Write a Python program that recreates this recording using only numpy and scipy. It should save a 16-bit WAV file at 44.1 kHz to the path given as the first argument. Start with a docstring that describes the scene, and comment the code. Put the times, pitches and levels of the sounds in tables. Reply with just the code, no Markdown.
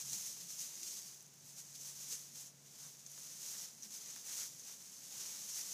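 """Dry straw crackles as newborn lambs shuffle about in a small wooden pen.
Each step rubs and buckles many stalks: a fine rustle, a fuller crunch and rasp under weight,
single cracks and snaps. Hooves tick on thick stalks and thud softly into the bedding.
A faint hum wavers over the barn's low murmur; a small mono microphone rings near 6 kHz."""
import sys
import numpy as np
from scipy import signal
from scipy.fft import rfft, irfft, next_fast_len
from scipy.io import wavfile
from scipy.ndimage import uniform_filter1d

SR = 44100
rng = np.random.default_rng(int(sys.argv[2]) if len(sys.argv) > 2 else 0)


def wav_record(signal):
    """Record a signal, one row per channel, as 16-bit PCM in the file named by sys.argv[1]."""
    frames = np.transpose(np.atleast_2d(signal))
    bounded = np.clip(frames, -1, 1)
    # unit amplitude maps onto the largest positive 16-bit level
    quanta = np.round(bounded * 32767).astype(np.int16)
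    wavfile.write(sys.argv[1], SR, quanta)


N = 252693

# hoof presses and lifts: t/s at full weight, rustle drive/dB, crunch/dB re drive, press time/s
HOOF_STEPS = [(0.003, -45.5, -12, 0.02), (0.132, -45, -16, 0.111), (0.267, -46, -16, 0.066),
              (0.401, -52.5, -13, 0.049), (0.516, -48.5, -17, 0.037), (0.617, -44.5, -17.5, 0.046),
              (0.759, -55.5, -11.5, 0.18), (0.891, -48, -17, 0.095), (1.079, -54, -15.5, 0.045),
              (1.491, -57, -20, 0.052), (1.586, -51.5, -15, 0.029), (1.751, -56.5, -15, 0.013),
              (1.815, -52.5, -24, 0.027), (1.878, -49.5, -14.5, 0.042), (2.022, -51, -14.5, 0.058),
              (2.122, -45.5, -17, 0.051), (2.391, -51.5, -14, 0.067), (2.466, -56.5, -18, 0.015),
              (2.668, -63.5, -9, 0.021), (2.838, -55.5, -13, 0.06), (3.214, -54.5, -14.5, 0.126),
              (3.516, -48.0, -15, 0.086), (3.619, -51, -10.5, 0.048), (3.845, -56.0, -10.5, 0.025),
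              (3.946, -50.5, -15, 0.046), (4.016, -53, -16, 0.011), (4.085, -56, -7.5, 0.13),
              (4.322, -47, -13.5, 0.077), (4.407, -44.0, -15, 0.056), (4.693, -52.5, -10, 0.043),
              (5.238, -50, -10, 0.15), (5.506, -47, -15, 0.024), (5.578, -44, -16, 0.035),
              (5.725, -56.5, -15, 0.027)]
# bodies stir the bedding between steps: t/s, rustle drive/dB
BODY_STIR = [(0.0, -57.5), (1.0, -55), (1.21, -61), (1.305, -68), (1.42, -63), (1.66, -58.5), (2.22, -53.5),
             (2.52, -71), (2.8, -56.5), (3.02, -62), (3.42, -51.0), (3.77, -59.5), (4.15, -56), (4.8, -57),
             (5.05, -54.5), (5.73, -46.5)]
# fine rustle spectrum: f/Hz, relative level/dB
RUSTLE_SPECTRUM = [(1000, -29), (2500, -9), (4000, -4), (6300, -0.5), (9000, -0.5), (12000, -0.8),
                   (15500, -3.5)]
# spectrum of straw under weight: f/Hz, relative level/dB
CRUNCH_SPECTRUM = [(40, -30), (150, -7), (400, -2), (720, -3), (980, -0.5), (1350, -1.5), (2000, 0),
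                   (3500, 1), (6000, 2.5), (12000, -25)]
# loudest bundles crushed: t/s, relative level/dB
BUNDLE_CRUSHES = [(0.1301, -28), (0.5921, -40), (0.6114, -44), (0.8304, -31.5), (0.8734, -33),
                  (0.9684, -35.5), (0.9844, -35.5), (1.7525, -35), (1.811, -44), (2.1178, -34),
                  (2.1264, -29), (2.993, -41.5), (3.0632, -39), (3.4297, -33), (3.8314, -45), (3.946, -38),
                  (4.0585, -39), (4.1045, -38.5), (4.2921, -36), (4.376, -33), (4.5952, -40)]
# hollow stalks buckle: t/s, dry peak/dB, f/Hz
STALK_CRACKS = [(0.0973, -45, 6500), (0.524, -50, 6360), (0.595, -42.5, 6000), (0.6125, -51, 6300),
                (0.755, -46, 6700), (0.969, -51, 6300), (1.207, -55, 6250), (1.265, -58, 6500),
                (1.3857, -62, 6400), (1.5644, -53, 6400), (1.6145, -48.5, 6350), (1.754, -58, 6300),
                (1.813, -48, 6200), (1.82, -49, 6000), (2.1286, -47, 6200), (2.8537, -53, 6400),
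                (2.865, -52, 6300), (2.9703, -57, 6200), (3.0636, -53, 6400), (3.281, -58, 6460),
                (3.8243, -48, 6250), (3.832, -48, 5840), (3.946, -52, 6640), (4.1016, -50, 6700),
                (4.2512, -52, 6400), (4.597, -50.5, 6200), (4.6002, -54, 6170)]
# thin stalks break: t/s, dry peak/dB, high-pass f/Hz
STALK_SNAPS = [(1.2074, -45, 3000), (1.2252, -45.5, 6500), (1.3392, -50, 3000), (1.3578, -50, 9000),
               (2.1227, -34, 5950), (3.1164, -38.5, 9300), (4.1618, -36, 9000), (4.252, -39, 6000)]
# squeezed stalks, thick low and thin high: t/s, level/dB, f/Hz, swell sigma/s
STALK_RASPS = [(0.63, -69, 6200, 0.018), (2.145, -67, 1750, 0.016), (2.848, -72, 890, 0.039),
               (3.833, -65, 5950, 0.0097), (3.552, -67, 1600, 0.02), (4.31, -64, 1700, 0.022),
               (4.415, -63.5, 1800, 0.028), (4.696, -73.5, 1200, 0.021), (5.525, -64, 5740, 0.016),
               (5.59, -59.5, 5700, 0.024), (5.60, -63.5, 2010, 0.023)]
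# leg dragged along stalks: t/s, level/dB
LEG_DRAG = [(0.76, -89), (0.84, -70), (0.98, -69), (1.03, -73), (1.11, -73), (1.2, -94)]
# hooves on thick stalks: t/s, dry peak/dB, f/Hz
HOOF_KNOCKS = [(0.368, -57, 1270), (3.177, -52, 1030), (4.101, -56, 1730), (4.1618, -45.5, 1510)]
# cushioned footfalls: t/s, level/dB, f/Hz, swell sigma/s
HOOF_THUDS = [(0.102, -63, 137, 0.041), (0.142, -68.5, 200, 0.04), (0.445, -69, 165, 0.061),
              (0.835, -72.5, 345, 0.044), (1.443, -68, 138, 0.018), (2.13, -69, 444, 0.016),
              (2.82, -71, 148, 0.058), (3.877, -71, 214, 0.065), (4.573, -71.5, 138, 0.056),
              (5.45, -70.5, 195, 0.031)]
# distant hum: t/s, f/Hz, level/dB
DISTANT_HUM = [(0.0, 135, -79), (0.85, 138.2, -79.5), (1.6, 141.4, -71), (2.9, 140.1, -72),
               (3.6, 139.8, -79.5), (4.4, 132.5, -78.5), (5.73, 134.6, -82.5)]
# barn murmur spectrum: f/Hz, relative level/dB
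BARN_SPECTRUM = [(25, -30), (50, -20), (80, -15), (115, -6.5), (165, 1.5), (220, -1.5), (320, -8),
                 (600, -10), (1200, -15), (3000, -16.5), (15000, -22)]

PEN_T60_S = 0.24
MIC_HZ, MIC_WIDTH_HZ, MIC_BOOST_DB, CUTOFF_HZ = 6334, 1320, 12.5, 15400


def straw(drive_db, crunch_db):
    """Harder movement sets more stalks slipping, in clumps; weight adds a fuller crunch."""
    slips_per_s = 4500 * from_db(.7 * (drive_db - np.mean(drive_db)))
    clumps = from_db(1.06 * drift(rate_hz=38))
    light = scatter(slips(slips_per_s, spread_db=0.5) * clumps, wet_db=-2.5)
    heavy = scatter(slips(.6 * slips_per_s, spread_db=2.0) * clumps, wet_db=-4.0)
    rustle = from_db(drive_db - 5.0) * colour(light, RUSTLE_SPECTRUM)
    crunch = from_db(crunch_db) * colour(heavy, CRUNCH_SPECTRUM)
    return rustle + crunch


def steps(lift_per_press, squareness, stir_crunch_db):
    """Rustle drive and crunch in dB: each step swells, lets go and adds its power to the stirring."""
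    t = np.arange(N) / SR
    stir_db, = curves(BODY_STIR)
    drive_power = from_db(stir_db) ** 2
    crunch_power = from_db(stir_db + stir_crunch_db) ** 2
    for at_s, db, crunch_db, press_s in HOOF_STEPS:
        span_s = np.where(t < at_s, press_s, press_s * lift_per_press)
        spans_away = np.minimum(np.abs((t - at_s) / span_s), 10)
        load = from_db(db) * np.exp(-spans_away ** squareness)  # 2 is a bell; more holds longer
        drive_power += load ** 2
        crunch_power += (load * from_db(crunch_db)) ** 2
    return 10 * np.log10(drive_power), 10 * np.log10(crunch_power)


def slips(per_s, spread_db):
    """Stalks catch and let go at random: many tiny clicks, a few large, at even mean power."""
    sizes = from_db(spread_db * np.minimum(rng.exponential(1, N), 4.5))
    signs = rng.choice([-1, 1], N)
    clicks = sizes * signs * (rng.random(N) < per_s / SR)
    local_power = np.abs(uniform_filter1d(clicks ** 2, size=1100))
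    return clicks / np.sqrt(local_power + 1e-6)


def crushes(drive_db, small_per_s, grain_db, decay_s):
    """A bundle gives way, then splinters briefly; small ones go at random, scaled by the movement."""
    t, out = np.arange(SR // 10) / SR, np.zeros(N + SR)
    starts = np.flatnonzero(rng.random(N) < small_per_s / SR)
    small_db = drive_db + 2 + 5 * rng.standard_normal(N)
    small_crushes = [(i / SR, small_db[i]) for i in starts]
    for at_s, db in list(BUNDLE_CRUSHES) + small_crushes:
        noise = rng.standard_normal(len(t))
        splinters = unit_rms(noise * from_db(grain_db * rng.standard_normal(len(t))))
        out[round(at_s * SR):][:len(t)] += from_db(db - 11.5) * splinters * np.exp(-t / decay_s)
    band = signal.butter(1, [4000, 10000], "band", fs=SR, output="sos")
    return pen(signal.sosfilt(band, out[:N]), wet_db=-5.0)


def cracks(ring_s):
    """A hollow stalk buckles and rings for a few cycles."""
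    t, out = np.arange(SR // 100) / SR, np.zeros(N + SR)
    envelope = t / ring_s * np.exp(1 - t / ring_s)
    for at_s, db, hz in STALK_CRACKS:
        out[round(at_s * SR):][:len(t)] += from_db(db) * envelope * np.sin(2 * np.pi * hz * t)
    return pen(out[:N], wet_db=-6)


def snaps(decay_s):
    """A thin stalk breaks with one bright click."""
    t, out = np.arange(SR // 100) / SR, np.zeros(N + SR)
    for at_s, db, low_hz in STALK_SNAPS:
        splinter = rng.standard_normal(len(t)) * np.exp(-t / decay_s)
        click = signal.sosfilt(signal.butter(2, low_hz, "high", fs=SR, output="sos"), splinter)
        out[round(at_s * SR):][:len(t)] += from_db(db) * click / np.abs(click).max()
    return pen(out[:N], wet_db=-14)


def rasps(width_hz):
    """Stalks grind together under weight, each bundle at its own pitch."""
    t, out = np.arange(N) / SR, np.zeros(N)
    grinding = scatter(slips(per_s=2500, spread_db=0.0), wet_db=-11)
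    for at_s, db, hz, sigma_s in STALK_RASPS:
        swell = np.exp(-.5 * ((t - at_s) / sigma_s) ** 2)
        out += from_db(db) * swell * unit_rms(resonate_twice(grinding, hz, width_hz))
    return out


def drag(hz, width_hz):
    """Stalks sliding along a leg catch in quick succession and rasp in one band."""
    level_db, = curves(LEG_DRAG)
    catches = scatter(slips(per_s=5300, spread_db=2.0), wet_db=2.0)
    return from_db(level_db) * unit_rms(resonate_twice(catches, hz, width_hz))


def knocks(width_hz, decay_s):
    """A hoof meets a thick stalk: a short, dull tick."""
    t, out = np.arange(SR // 20) / SR, np.zeros(N + SR)
    for at_s, db, hz in HOOF_KNOCKS:
        impact = rng.standard_normal(len(t)) * np.exp(-t / decay_s)
        tick = resonate(impact, hz, width_hz)
        out[round(at_s * SR):][:len(t)] += from_db(db) * tick / np.abs(tick).max()
    return pen(out[:N], wet_db=-13)


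def thuds(relative_width):
    """The bedding cushions each footfall into a low, rounded swell."""
    t, out = np.arange(N) / SR, np.zeros(N)
    for at_s, db, hz, sigma_s in HOOF_THUDS:
        swell = np.exp(-.5 * ((t - at_s) / sigma_s) ** 2)
        boom = swell * resonate_twice(rng.standard_normal(N), hz, relative_width * hz)
        out += from_db(db) * boom * np.linalg.norm(swell) / np.linalg.norm(boom)
    return out


def scatter(clicks, wet_db, spots=8):
    """Clicks come from all over the bedding, each spot with its own reflections."""
    spot = rng.integers(0, spots, N)
    return sum(pen(clicks * (spot == k), wet_db) for k in range(spots))


def pen(x, wet_db):
    """Direct sound plus dense, fast-dying reflections off the boards; power is kept."""
    t = np.arange(int(PEN_T60_S * SR)) / SR
    tail = rng.standard_normal(len(t)) * from_db(-60 * t / PEN_T60_S) * (t > .003)
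    reflections = signal.fftconvolve(x, tail / np.linalg.norm(tail))[:N]
    wet = from_db(wet_db)
    return (x + wet * reflections) / np.sqrt(1 + wet ** 2)


def hum(waver_db):
    """One distant low tone, drifting in pitch and strength."""
    hz, level_db = curves(DISTANT_HUM)
    rms = from_db(level_db + waver_db * drift(rate_hz=4))
    return rms * np.sqrt(2) * np.sin(2 * np.pi * np.cumsum(hz) / SR)


def barn(level_db):
    """Steady low murmur."""
    return from_db(level_db) * colour(rng.standard_normal(N), BARN_SPECTRUM)


def from_db(db):
    """Decibels to gain."""
    return 10 ** (np.asarray(db) / 20)


def unit_rms(x):
    """Scale to unit power."""
    return x / np.sqrt(np.mean(x ** 2) + 1e-20)


def curves(rows):
    """Each column after t/s, interpolated to every sample."""
    times_s, *columns = np.transpose(rows)
    return [np.interp(np.arange(N) / SR, times_s, column) for column in columns]


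def drift(rate_hz):
    """Slow random wander, rms 1."""
    hop, settle = 40, 2000
    pole = np.exp(-2 * np.pi * rate_hz * hop / SR)
    noise = rng.standard_normal(N // hop + settle + 2)
    slow = signal.lfilter([1], [1, -2 * pole, pole * pole], noise)[settle:]
    return np.interp(np.arange(N) / hop, np.arange(len(slow)), unit_rms(slow))


def colour(x, spectrum):
    """Minimum-phase filter to the given spectrum; output rms 1."""
    size = 2 * next_fast_len(N)
    hz, db = np.transpose(spectrum)
    grid_hz = np.maximum(np.arange(size // 2 + 1) * SR / size, 1)
    gain = from_db(np.interp(np.log(grid_hz), np.log(hz), db))
    cepstrum = irfft(np.log(gain))
    cepstrum[1:size // 2] *= 2  # fold to causal
    cepstrum[size // 2 + 1:] = 0
    response = np.exp(rfft(cepstrum))
    return unit_rms(irfft(rfft(x, size) * response)[:N])


def resonate(x, hz, width_hz):
    """One resonance, peak gain 1."""
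    return signal.lfilter(*signal.iirpeak(hz, hz / width_hz, fs=SR), x)


def resonate_twice(x, hz, width_hz):
    """Two equal resonances in series: steeper skirts."""
    return resonate(resonate(x, hz, width_hz), hz, width_hz)


def scene():
    """Straw and hooves over the barn's background, alike in both channels."""
    background = barn(level_db=-68.5) + hum(waver_db=0.9)
    drive_db, crunch_db = steps(lift_per_press=1.356, squareness=2.1, stir_crunch_db=-13.5)
    stalks = straw(drive_db, crunch_db) + drag(hz=4770, width_hz=830) + rasps(width_hz=1200)
    breaks = snaps(decay_s=0.00089) + cracks(ring_s=0.00029)
    hooves = knocks(width_hz=1000, decay_s=.003) + thuds(relative_width=0.21)
    bundles = crushes(drive_db, small_per_s=2.0, grain_db=4.0, decay_s=0.0085)
    return np.tile(stalks + bundles + breaks + hooves + background, (2, 1))


def record(dry):
    """The microphone port rings in the treble; the top is cut."""
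    ring = (from_db(MIC_BOOST_DB) - 1) * resonate(dry, MIC_HZ, MIC_WIDTH_HZ)
    lowpass = signal.ellip(12, .1, 70, CUTOFF_HZ, fs=SR, output="sos")
    return signal.sosfilt(lowpass, dry + ring)


dry = scene()
out = record(dry)
wav_record(out)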